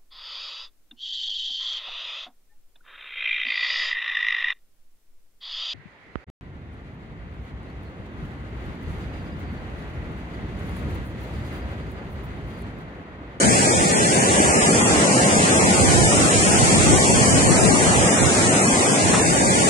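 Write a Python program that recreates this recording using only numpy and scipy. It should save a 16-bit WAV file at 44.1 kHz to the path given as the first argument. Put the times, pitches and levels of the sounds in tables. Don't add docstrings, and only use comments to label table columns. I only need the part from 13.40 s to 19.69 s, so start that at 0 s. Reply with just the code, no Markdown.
import sys
import numpy as np
from scipy import signal
from scipy.fft import rfft, irfft
from scipy.io import wavfile
from scipy.ndimage import uniform_filter1d, map_coordinates

SR = 44100
rng = np.random.default_rng(int(sys.argv[2]) if len(sys.argv) > 2 else 0)


def boost(x):
    u = np.asarray(x, float) / 20
    return 10 ** u


def store_pcm(level_fs):
    pcm = np.round(np.clip(level_fs, -1, 1) * 32767).astype(np.int16)
    wavfile.write(sys.argv[1], SR, np.atleast_2d(pcm).T)


N = 277389

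# time_s, axis_to_river_deg, upstream_share [0-1], hidden_share [0-1] (by girders, bodies)
TURN = [(0, 15, 0.7, 0.23), (.35, 13.3, 0.9, .05), (.7, 14.4, .8, .05), (1.0, 30, .9, 0.01),
        (1.27, 40, .95, .01), (1.45, 52.6, .88, .2), (1.7, 45, .8, .08), (2.0, 45.5, .72, .1),
        (2.6, 49.6, .62, .08), (3.0, 49.3, .55, 0.01), (3.3, 51, .58, .16), (3.7, 48, .58, .16),
        (4.0, 45.5, .55, .1), (4.4, 56, .5, .25), (5.0, 54.5, 0.6, .15), (5.5, 50, .54, .08),
        (5.75, 42, .54, .2), (6.0, 23.7, .55, 0.17), (6.29, 15, 0.6, 0.28)]
# time_s, roar_db, holder_shade [0-1]
FLOW = [(0, -22, 0.3), (.5, -23, 0.5), (1.0, -21.5, 0.6), (1.35, -21.5, 0.62), (1.7, -21.5, 0.72),
        (2.2, -21, 0.7), (2.7, -22.5, 0.3), (3.3, -23, 0.1), (3.7, -22.5, 0.3), (4.1, -23, 0.28),
        (4.5, -22, 0.52), (4.85, -22.5, 0.5), (5.2, -22, 0.6), (5.7, -23, 0.55), (6.0, -23, 0.5),
        (6.29, -22, 0.4)]
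# freq_hz, level_db (per Hz)
WATER = [(45, -14.5), (185, 0.23), (800, -6.5), (940, -11), (2000, -13), (3800, -21), (7000, -20.8),
         (11000, -30)]
# freq_hz, share [0-1]
SCATTER = [(60, 0.2), (400, 0.28), (900, 0.2), (1600, 0.2), (2500, 0.6), (3400, 0.92), (4600, 0.82),
           (7000, 0.76)]
# centre_hz, width_hz
EDDIES = [(126.7, 400), (99.7, 73)]
# peak_s, length_s, level_db
GUSTS = [
    [(.08, 0.15, -17), (1.3, 0.089, -35), (2.3, 0.27, -26), (2.55, 0.93, -23.5), (2.8, 0.075, -29),
     (3.1, 0.099, -20.5), (3.35, 0.17, -20), (3.52, 0.21, -13), (3.72, 0.29, -19.5), (3.92, 0.25, -20.5),
     (4.1, 0.17, -14), (4.3, 0.27, -12.5), (4.45, 0.2, -19), (4.6, 0.11, -23), (5.7, 0.56, -26.5),
     (5.9, 0.22, -23.5), (6.15, 0.28, -24.5)],
    [(.38, 0.15, -22.5), (1.3, 0.11, -44.5), (2.5, 0.33, -14.5), (2.8, 0.95, -19.5), (3.07, 0.28, -20),
     (3.23, 0.33, -20), (3.42, 0.42, -17), (3.73, 0.27, -17.5), (3.95, 0.9, -20), (4.3, 0.33, -30.5),
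     (4.57, 0.28, -16), (4.85, 0.22, -21.5), (5.05, 0.2, -24.5), (5.68, 0.13, -21.5), (6.12, .3, -26)],
]
# start_s, knock_db, plank_hz, scuff_db, scuff_t60_s
STEPS = [
    (1.0013, -4, 318, -33, 0.042),
    (5.737, -16, 319, -19.5, 0.28),
]
# centre_hz, width_hz, gain_db
PORTS = [(8607, 1310, 15), (7775, 1810, 10)]
# freq_hz, step_db
MEMORY = [(100, -5), (1200, -7), (2000, -8.5), (3500, -11.5), (6000, -12), (8000, -15), (9000, -19),
          (10500, -18)]
# freq_hz, step_db
COPY = [(30, -42), (100, -30), (700, -26.5), (1250, -22.5), (4000, -21.3), (7600, -26.3), (8700, -31),
        (10500, -28)]

PORT_GAP_M, SOUND_M_S = 0.166, 343
REACH_DEG = 21.5
SHADE_DB = -7.5
BREEZE_DB = -33


def rms_one(x):
    return x / np.sqrt(np.mean(x ** 2) + 1e-20)


def in_time(rows):
    time_s, *columns = np.transpose(rows)
    return [np.interp(np.arange(N) / SR, time_s, c) for c in columns]


def at_hz(points, hz):
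    freq_hz, value = np.array(points).T
    return np.interp(np.log(hz), np.log(freq_hz), value)


def drift(rate_hz):
    r = np.exp(-80 * np.pi * rate_hz / SR)
    noise = rng.standard_normal(N // 40 + 2002)
    slow = signal.lfilter([1], [1, -2 * r, r * r], noise)[2000:]
    return np.interp(np.arange(N) / 40, np.arange(len(slow)), rms_one(slow - slow.mean()))


def resonate(x, hz, width_hz):
    r = np.exp(-np.pi * width_hz / SR)
    zeros = np.array([1, 0, -1]) * (1 - r * r) / 2
    poles = [1, -2 * r * np.cos(2 * np.pi * hz / SR), r * r]
    return signal.lfilter(zeros, poles, x)


def arrivals(count=4):
    angle_deg, upstream, _ = in_time(TURN)
    upstream = np.clip(upstream, 0, 1)
    out = np.zeros((2, N))
    for side, share in ((0.93, upstream), (-1.023, 1 - upstream)):
        for offset_deg in np.linspace(-REACH_DEG, REACH_DEG, count):
            bearing = np.radians(angle_deg + offset_deg)
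            lag = side * PORT_GAP_M / SOUND_M_S * SR * np.cos(bearing)
            rapid = rng.standard_normal(N)
            late = map_coordinates(rapid, [np.arange(N) - lag], order=3, mode="wrap")
            out += np.sqrt(share / count) * np.array([rapid, late])
    return out


def scattered(hz):
    alike = np.sinc(2 * hz * PORT_GAP_M / SOUND_M_S)
    mid, side = rfft(rng.standard_normal((2, N)))
    return np.sqrt((1 + alike) / 2) * mid + np.sqrt((1 - alike) / 2) * side * [[1], [-1]]


def river(surge_db=0.02, patchy_db=0.3, spray_from_hz=2500):
    roar_db, shade = in_time(FLOW)
    hz = np.maximum(np.fft.rfftfreq(N, 1 / SR), 1)
    loose = np.clip(at_hz(SCATTER, hz), 0, 1)
    hidden = np.clip(in_time(TURN)[2], 0, 1)
    direct, around = arrivals(), scattered(hz)
    echoes = irfft(around, N)[:, ::-1]
    direct = np.sqrt(1 - hidden) * direct + np.sqrt(hidden) * echoes
    field = np.sqrt(1 - loose) * rfft(direct) + np.sqrt(loose) * around
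    field = field * boost(at_hz(WATER, hz))

    place = np.clip(2 * np.log2(hz / 40), 0, 17)
    tilt_db = SHADE_DB * shade
    tilt_db = tilt_db - tilt_db.mean()
    out, surge = 0, drift(6.2)
    for k in range(18):
        band = irfft(field * np.clip(1 - abs(place - k), 0, 1), N)
        band_hz = 40 * 2 ** (k / 2)
        spray = 1 / (1 + (spray_from_hz / band_hz) ** 2)
        out = out + band * boost(spray * tilt_db + surge_db * surge + patchy_db * drift(11.0))
    return rms_one(out) * boost(roar_db + 5.5)


def gust_level(rows):
    t = np.arange(N) / SR
    humps = [boost(db) * np.cos(np.pi * np.clip((t - peak_s) / length_s, -.5, .5))
             for peak_s, length_s, db in rows]
    return 10 * np.log10(boost(BREEZE_DB) ** 2 + np.sum(np.square(humps), axis=0))


def wind(lumpy_db=2.5, brighten=0.26):
    out = []
    for rows, (hz, width_hz) in zip(GUSTS, EDDIES):
        gust_db = gust_level(rows)
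        air = rng.standard_normal((2, N)) * boost(lumpy_db * drift(22.0))
        lowpass = signal.butter(2, 1.7 * hz, fs=SR, output="sos")
        rumble = rms_one(signal.sosfilt(lowpass, resonate(air[0], hz, width_hz)))
        flutter = resonate(air[1], 1.9 * hz, 0.77 * width_hz)
        flutter = rms_one(resonate(flutter, 3.06 * hz, 0.86 * width_hz))
        flutter_db = -13.5 + brighten * (gust_db + 34.0)
        out.append(boost(gust_db) * (rumble + boost(flutter_db) * flutter))
    return np.array(out)


def footfalls():
    out, t = np.zeros(N), np.arange(int(.25 * SR)) / SR
    for start_s, knock_db, plank_hz, scuff_db, scuff_t60_s in STEPS:
        knock = -boost(knock_db - 60 * t / 0.033) * np.sin(2 * np.pi * plank_hz * t)
        grit = rms_one(resonate(rng.standard_normal(len(t)), 940, 590))
        scuff = boost(scuff_db - 60 * t / scuff_t60_s) * grit
        out[round(start_s * SR):][:len(t)] += knock + scuff
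    return out


def starve(x, steps, offset, window, wander_db, frame_db, follows, size):
    k, lead = np.arange(504), 2048 - offset
    waves = np.cos(np.pi / 1024 * np.outer(k + .5, np.arange(2048) + 512.5)) * window / np.sqrt(512)
    padding = [(0, 0), (lead, 2048 - (N + lead) % 1024)]
    pair = np.pad([x[0] + x[1], x[0] - x[1]], padding) / 2
    blocks = pair.reshape(2, -1, 1024)
    threads = np.concatenate([blocks[:, :-1], blocks[:, 1:]], axis=2) @ waves.T

    band = np.interp(k, [0, 40, 96, 144, 196, 320, 504], [0, 10, 17, 21, 24, 29, 35]).astype(int)
    chance = rng.standard_normal((2, threads.shape[1], 37))
    chance = np.sqrt(size) * uniform_filter1d(chance, size=size, axis=1)
    power = np.mean(np.sqrt(k) * threads ** 2, axis=(0, 2))
    loud_db = 10 * np.log10(uniform_filter1d(power, size=3))
    frame = frame_db * chance[0, :, -1] + follows * (loud_db - loud_db.mean())
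    wander = wander_db * (.85 * chance[:1] + .5 * chance)[:, :, band]
    step = boost(at_hz(steps, (k + .5) * SR / 2048) + wander + frame[:, None])

    whole = np.floor((abs(threads) / step) ** .75 + .4054)
    rounded = np.sign(threads) * step * whole ** (4 / 3)
    halves = (rounded @ waves).reshape(2, -1, 2, 1024)
    joined = (halves[:, :-1, 1] + halves[:, 1:, 0]).reshape(2, -1)
    mid, side = joined[:, lead - 1024:][:, :N]
    return np.array([mid + side, mid - side])


def scene():
    return river() + wind() + footfalls()


def low_pass(x):
    return signal.sosfilt(signal.butter(12, 10960, fs=SR, output="sos"), x)


def record(dry):
    lifted = np.array([x + (boost(gain_db) - 1) * resonate(x, hz, width_hz)
                       for x, (hz, width_hz, gain_db) in zip(dry, PORTS)])
    cut = signal.sosfilt(signal.butter(4, 56, "high", fs=SR, output="sos"), lifted)
    rounded = 1.6 * np.tanh(cut / 1.7)
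    sine = signal.windows.cosine(2048)
    steep = signal.windows.kaiser_bessel_derived(2048, 4 * np.pi)
    stored = starve(rounded, MEMORY, 839, sine, wander_db=1.7, frame_db=.6, follows=.6, size=4)
    copied = starve(stored, COPY, 263, steep, wander_db=3.1, frame_db=1.0, follows=.9, size=1)
    return low_pass(copied)


dry = scene()
out = record(dry)
store_pcm(out)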